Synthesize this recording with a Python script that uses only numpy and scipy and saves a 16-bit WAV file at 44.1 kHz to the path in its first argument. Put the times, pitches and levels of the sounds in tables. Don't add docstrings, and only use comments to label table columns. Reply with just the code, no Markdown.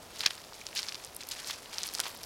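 import sys
import numpy as np
from scipy import signal
from scipy.io import wavfile

SR = 44100
rng = np.random.default_rng(int(sys.argv[2]) if len(sys.argv) > 2 else 0)


def master(y):
    cut = np.clip(np.atleast_2d(y).T, -1, 1)
    pcm = np.round(cut * 32767)
    wavfile.write(sys.argv[1], SR, pcm.astype(np.int16))


def convert_level_to_amplitude(level_db):
    exponent = np.asarray(level_db, float) / 20
    return 10 ** exponent


N = 99225

# centre_hz, density_db_per_hz
AIR_SPECTRUM = [(25, -4.5), (70, -1), (170, -3.5), (650, 0.5), (1100, -6.5), (1600, -12.5), (5000, -17),
                (16000, -22)]
# time_s, level_db
GRIT_FLOW = [(0, -56.5), (.1, -59), (.17, -50.5), (.33, -50), (.4, -53.5), (.48, -57), (.7, -52.5),
             (.85, -49.5), (1.0, -52), (1.12, -56.5), (1.25, -54), (1.4, -46.5), (1.55, -49.5),
             (1.64, -55.5), (1.75, -47.5), (1.92, -49), (2.1, -47.5), (2.2, -54.5)]
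# centre_hz, density_db_per_hz
GRIT_SPECTRUM = [(500, -38), (800, -3), (1500, -4), (4700, -7), (11000, -13.5), (15500, -32)]
# most_weight_s, level_db, dying_s, centre_hz
FOOT_CRUNCHES = [(0.147, -49.5, 0.054, 3480), (.19, -45, 0.0099, 6100), (0.209, -36.5, 0.013, 3880),
                 (.238, -37, 0.019, 2900), (.271, -34, 0.0094, 3230), (.309, -43, .01, 3100),
                 (.548, -48.5, 0.019, 5500), (0.607, -50, 0.012, 4480), (0.671, -49, 0.014, 4970),
                 (0.76, -34, 0.0047, 4400), (0.779, -32.5, 0.022, 4040), (.835, -44.5, 0.026, 4500),
                 (.888, -37, .012, 3900), (0.951, -45.5, 0.0088, 3970), (1.039, -45, 0.01, 4900),
                 (1.21, -41.5, 0.012, 4260), (1.29, -49, 0.013, 8000), (1.316, -39, 0.026, 4870),
                 (1.393, -40, 0.021, 3970), (1.482, -41, 0.033, 5170), (1.506, -38, 0.023, 3640),
                 (1.74, -44.5, 0.032, 4100), (1.804, -44.5, 0.047, 4470), (2.069, -44.5, 0.032, 12600),
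                 (1.86, -40, 0.019, 6000), (1.951, -43, 0.039, 5900), (2.003, -37, 0.012, 2820),
                 (2.038, -36, 0.0083, 4020), (2.06, -36.5, 0.017, 2610), (2.242, -46, 0.021, 7500)]
# peak_s, peak_db, ring_hz
PEBBLE_KNOCKS = [(0.1675, -30, 4350), (0.1944, -22.5, 5750), (0.2071, -12.5, 3950), (0.2091, -26, 4610),
                 (0.237, -30, 4390), (0.2412, -28.0, 2920), (0.2606, -10, 3170), (0.2615, -10, 3870),
                 (0.2629, -1.0, 5040), (0.2641, -16, 3740), (0.2659, -14.5, 5090), (0.2683, -22, 2750),
                 (0.2709, -25, 5210), (0.2719, -23, 4160), (0.2732, -23, 2830), (0.275, -22.5, 2600),
                 (0.3054, -23, 4280), (0.3078, -18.5, 3200), (0.309, -27, 4300), (0.3793, -32, 4540),
                 (0.4405, -32.5, 3780), (0.4418, -39, 4360), (0.5335, -29, 4600), (0.6131, -30, 5900),
                 (0.6671, -17.5, 5640), (0.7299, -30.5, 2410), (0.7515, -27, 4280), (0.7607, -26, 2650),
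                 (0.7631, -22, 4490), (0.7643, -19.5, 5580), (0.7709, -16, 3850), (0.775, -22.5, 4730),
                 (0.7763, -22, 5310), (0.7775, -14.5, 5200), (0.7802, -28, 4300), (0.7816, -26, 5840),
                 (0.7849, -18.0, 5160), (0.7897, -26, 3490), (0.7912, -18, 4900), (0.7955, -20.5, 4800),
                 (0.8201, -24, 5370), (0.8306, -15.5, 4640), (0.8677, -25, 5430), (0.8855, -17.5, 4550),
                 (0.8872, -21.5, 4640), (0.8918, -21.5, 4600), (0.9223, -24.5, 2630), (0.925, -23, 5190),
                 (0.9455, -19, 4530), (0.955, -25.5, 4300), (0.957, -39, 4980), (1.0406, -29.5, 4730),
                 (1.0486, -28, 5700), (1.0745, -33.0, 4630), (1.1646, -34, 5910), (1.2068, -31.5, 2590),
                 (1.2083, -29, 4630), (1.2112, -29.0, 4560), (1.2269, -29.5, 2500), (1.235, -25, 5800),
                (1.2702, -33.0, 5940), (1.288, -30.0, 4840), (1.3125, -23.0, 3610), (1.3133, -27.5, 4720),
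                (1.3154, -23, 4970), (1.3178, -24.0, 5400), (1.3218, -28, 4580), (1.3235, -30, 3920),
                (1.3262, -26, 4170), (1.3912, -27, 2930), (1.4455, -23.5, 4160), (1.4728, -25, 5500),
                (1.4854, -29, 4980), (1.4868, -20, 6000), (1.4996, -23.5, 1980), (1.51, -25, 3400),
                (1.5108, -22, 3770), (1.5309, -26, 5640), (1.6581, -35, 3220), (1.659, -30, 3220),
                (1.7303, -28, 4190), (1.7413, -29, 5370), (1.7457, -26, 5380), (1.7834, -12.5, 4850),
                (1.7846, -34, 4150), (1.809, -25.0, 4310), (1.8185, -25, 3530), (1.8333, -12.5, 6550),
                (1.838, -15.5, 4790), (1.859, -23, 3480), (1.8624, -32, 3830), (1.8774, -27, 4750),
                (1.8783, -26, 5060), (1.889, -20.5, 5150), (1.9384, -30.5, 5030), (1.9447, -28.5, 5810),
                (1.9507, -16.5, 4900), (1.9665, -36, 5490), (1.9859, -20, 4900), (1.995, -18, 6200),
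                (1.9986, -30, 1980), (2.0024, -10, 7200), (2.0345, -29.0, 3470), (2.038, -23, 3420),
                (2.0408, -27, 3440), (2.0549, -29, 4400), (2.0666, -21, 3530), (2.1646, -32, 4500),
                (2.1696, -34.5, 4500), (2.1886, -31.5, 4550), (2.2334, -26, 5500), (2.2385, -22.5, 4970)]
# peak_s, peak_db, ring_hz
SHIFTING_STONES = [(.238, -32, 880), (.2625, -26.5, 1070), (0.263, -36, 310), (.2625, -40.5, 115),
                   (1.3, -28, 13000), (.7514, -31, 14000), (.3075, -27, 1500), (.5244, -33.5, 980),
                   (1.5, -29, 1150), (1.9945, -29, 780), (1.9945, -23.5, 1500), (2.0019, -12.5, 4050),
                   (2.056, -29, 970), (2.057, -33, 2400), (2.0655, -28.5, 1000)]
# peak_s, peak_db, ring_hz
STONE_CHIPS = [(0.159, -34, 9830), (0.207, -24.5, 11000), (0.263, -16, 10640), (0.3079, -25, 9220),
               (0.3537, -30, 8800), (0.5529, -32.5, 8710), (0.6672, -28, 8980), (0.7515, -27.0, 10620),
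               (0.7551, -26.5, 9390), (0.7603, -36, 9680), (0.8187, -32.5, 8760), (0.8883, -39, 8740),
               (1.0486, -22.5, 8980), (1.0651, -34, 13110), (1.1483, -27.5, 10850), (1.1616, -36.0, 11820),
               (1.163, -37.0, 11180), (1.1646, -21.5, 10100), (1.1663, -22, 10590), (1.2719, -30, 12330),
               (1.2892, -19.5, 11000), (1.3127, -28, 10270), (1.345, -31, 9900), (1.4011, -27, 8720),
               (1.4733, -22.5, 8400), (1.5113, -26.5, 11630), (1.5314, -32, 9500), (1.6279, -35.0, 10570),
               (1.7836, -34, 8440), (1.8329, -26, 8150), (1.8608, -34, 8820), (1.8625, -25, 8000),
               (1.869, -19.5, 11080), (1.9386, -20.0, 11360), (1.9449, -32.0, 8780), (1.9481, -33, 12550),
               (1.9511, -19, 8240), (1.9531, -35, 9730), (1.9856, -23, 8360), (1.9939, -28, 8350),
               (2.0015, -11, 10100), (2.0125, -22, 8360), (2.1487, -32, 13260), (2.1503, -34, 12500),
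               (2.1747, -31, 11190), (2.2331, -23.5, 9750)]
# peak_s, peak_db, ring_hz
FLAT_STONES = [
    (0.2596, -21, 3910),
    (0.2617, -22, 2560),
    (.2632, -23.5, 1650),
    (0.2623, -19, 2430),
    (0.6153, -34.5, 2380),
    (2.0025, -33.5, 1460),
    (2.003, -33, 1940),
]
# centre_hz, width_hz, extra_db
MIC_RESONANCES = [(4970, 2000, -6), (11500, 2000, -12.5)]

AIR_DB, GUST_DB = -53.5, 0.5
GRIT_GRAINS_PER_S, GRIT_SIZE_DB = 6000, 2.5
CRUNCH_GRAINS_PER_S, CRUNCH_SIZE_DB = 4500, 2
GRAIN_CYCLES, CONTACT_CYCLES = 8.3, 2.6
RISE_SHARE = 0.43
SPREAD_BELOW_OCTAVES, SPREAD_ABOVE_OCTAVES = 1, 0.87
KNOCK_CYCLES, CHIP_CYCLES, RINGER_CYCLES, KNOCK_RISE_CYCLES = 5.6, 10.6, 37, 0.35
OVERTONE_DB, SNAP_DB, SNAP_DB_PER_OCTAVE, CHIP_SNAP_DB = -18.5, -13.5, 11, -18.5
SCATTER_DB, SCATTER_S = -23.5, 0.0019
CUTOFF_HZ = 15700


def rms_one(x):
    return x / np.sqrt(np.mean(x ** 2) + 1e-20)


def at_hz(points, hz):
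    point_hz, db = np.transpose(points)
    return np.interp(np.log(hz), np.log(point_hz), db)


def drift(rate_hz):
    pole = np.exp(-80 * np.pi * rate_hz / SR)
    noise = rng.standard_normal(N // 40 + 2002)
    slow = signal.lfilter([1], [1, -2 * pole, pole * pole], noise)[2000:]
    return np.interp(np.arange(N) / 40, np.arange(len(slow)), rms_one(slow))


def ring(clicks, hz, t60_s):
    radius = convert_level_to_amplitude(-60 / (t60_s * SR))
    angle = 2 * np.pi * hz / SR
    return signal.lfilter([1, 0, -1], [1, -2 * radius * np.cos(angle), radius ** 2], clicks + 1e-18)


def grains(per_s, size_db, gain_at, count=22):
    sizes = convert_level_to_amplitude(size_db * np.minimum(rng.exponential(1, N), 3.5)) * rng.choice([-1, 1], N)
    clumping = convert_level_to_amplitude(2.76 * drift(92))
    contacts = sizes * (rng.random(N) < per_s / SR) * clumping
    dealt = rng.integers(0, count, N)

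    def stone(clicks, hz):
        return ring(ring(clicks, hz, GRAIN_CYCLES / hz), hz, CONTACT_CYCLES / hz)

    out = 0
    for k, hz in enumerate(np.geomspace(700, 16000, count)):
        clicks = contacts * (dealt == k)
        plain_rms = np.sqrt(np.mean(stone(clicks, hz) ** 2))
        out = out + stone(clicks * gain_at(hz), hz) / plain_rms
    return out / np.sqrt(count)


def air():
    out = 0
    edges_hz = 22 * 2 ** np.arange(0, 9.6, 0.5)
    white = rng.standard_normal((2, N + 8000))
    gust = drift(0.9)
    for k, (low, high) in enumerate(zip(edges_hz, edges_hz[1:])):
        band_filter = signal.butter(2, [low, high], "band", fs=SR, output="sos")
        band = signal.sosfilt(band_filter, white[k % 2])[-N:]
        flicker_db = GUST_DB * (gust + 0.39 * drift(4.6))
        out = out + band * convert_level_to_amplitude(at_hz(AIR_SPECTRUM, np.sqrt(low * high)) + flicker_db)
    return convert_level_to_amplitude(AIR_DB) * rms_one(out)


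def trickle():
    s, db = np.transpose(GRIT_FLOW)
    flow = convert_level_to_amplitude(np.interp(np.arange(N) / SR, s, db))

    def gain_at(hz):
        return convert_level_to_amplitude(at_hz(GRIT_SPECTRUM, hz)) * np.sqrt(hz)

    return flow * rms_one(grains(GRIT_GRAINS_PER_S, GRIT_SIZE_DB, gain_at))


def crunches():
    s, db, dying_s, centre_hz = np.transpose(FOOT_CRUNCHES)[:, :, None]
    late = (np.arange(0, N, 32) / SR - s) / dying_s
    weight = convert_level_to_amplitude(db + 3.7) * np.exp(np.where(late > 0, -late, late / RISE_SHARE))

    def gain_at(hz):
        spread = np.where(hz > centre_hz, SPREAD_ABOVE_OCTAVES, SPREAD_BELOW_OCTAVES)
        colour = np.exp(-(np.log2(hz / centre_hz) / spread) ** 2 / 2)
        total = np.sqrt(np.sum((weight * colour) ** 2, axis=0))
        return np.repeat(total, 32)[:N]

    return grains(CRUNCH_GRAINS_PER_S, CRUNCH_SIZE_DB, gain_at)


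def knock(hz, ring_cycles, overtone_luck, overtone_share, noise):
    t = np.arange(len(noise)) / SR
    cycles = t * hz
    if hz < 500:
        ring_cycles = ring_cycles * 0.4
    swell = (1 - np.exp(-cycles / KNOCK_RISE_CYCLES)) * convert_level_to_amplitude(-60 * cycles / ring_cycles)
    ratio = min(1.405 + 1.17 * overtone_luck, 15000 / hz)
    overtone = convert_level_to_amplitude(OVERTONE_DB - 14 * overtone_share) * np.sin(2 * np.pi * ratio * cycles)
    sound = swell / swell.max() * (np.sin(2 * np.pi * cycles) + overtone)
    snap_db = min(CHIP_SNAP_DB, SNAP_DB + SNAP_DB_PER_OCTAVE * np.log2(hz / 5000))
    sound[:4] += convert_level_to_amplitude(snap_db) * np.array([1, 1, -1, -1])
    sound += convert_level_to_amplitude(SCATTER_DB) * rms_one(ring(noise, hz, 6 / hz)) * np.exp(-t / SCATTER_S)
    high_pass = signal.butter(1, hz / 3, "high", fs=SR)
    return signal.lfilter(*high_pass, sound), np.argmax(swell)


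def knocks():
    pebbles = PEBBLE_KNOCKS + SHIFTING_STONES
    out = np.zeros(N + SR)
    groups = [(pebbles, KNOCK_CYCLES), (STONE_CHIPS, CHIP_CYCLES), (FLAT_STONES, RINGER_CYCLES)]
    for stones, ring_cycles in groups:
        for s, db, hz in stones:
            luck, share, side = rng.random(3)
            sound, peak = knock(hz, ring_cycles, luck, share, rng.standard_normal(900))
            start = int(s * SR) - peak
            out[start:start + len(sound)] += np.sign(side - 0.5) * convert_level_to_amplitude(db) * sound
    return convert_level_to_amplitude(-2) * out[:N]


def scene():
    return (air() + trickle() + crunches() + knocks())[None]


def low_pass(x):
    return signal.sosfilt(signal.butter(12, 16970, fs=SR, output="sos"), x)


def record(dry):
    x = dry.copy()
    for hz, width_hz, db in MIC_RESONANCES:
        x = x + convert_level_to_amplitude(db) * signal.lfilter(*signal.iirpeak(hz, hz / width_hz, fs=SR), dry)
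    top_cut = signal.cheby2(12, 40, CUTOFF_HZ * 1.07, fs=SR, output="sos")
    return low_pass(signal.sosfilt(top_cut, x))


dry = scene()
out = record(dry)
master(out)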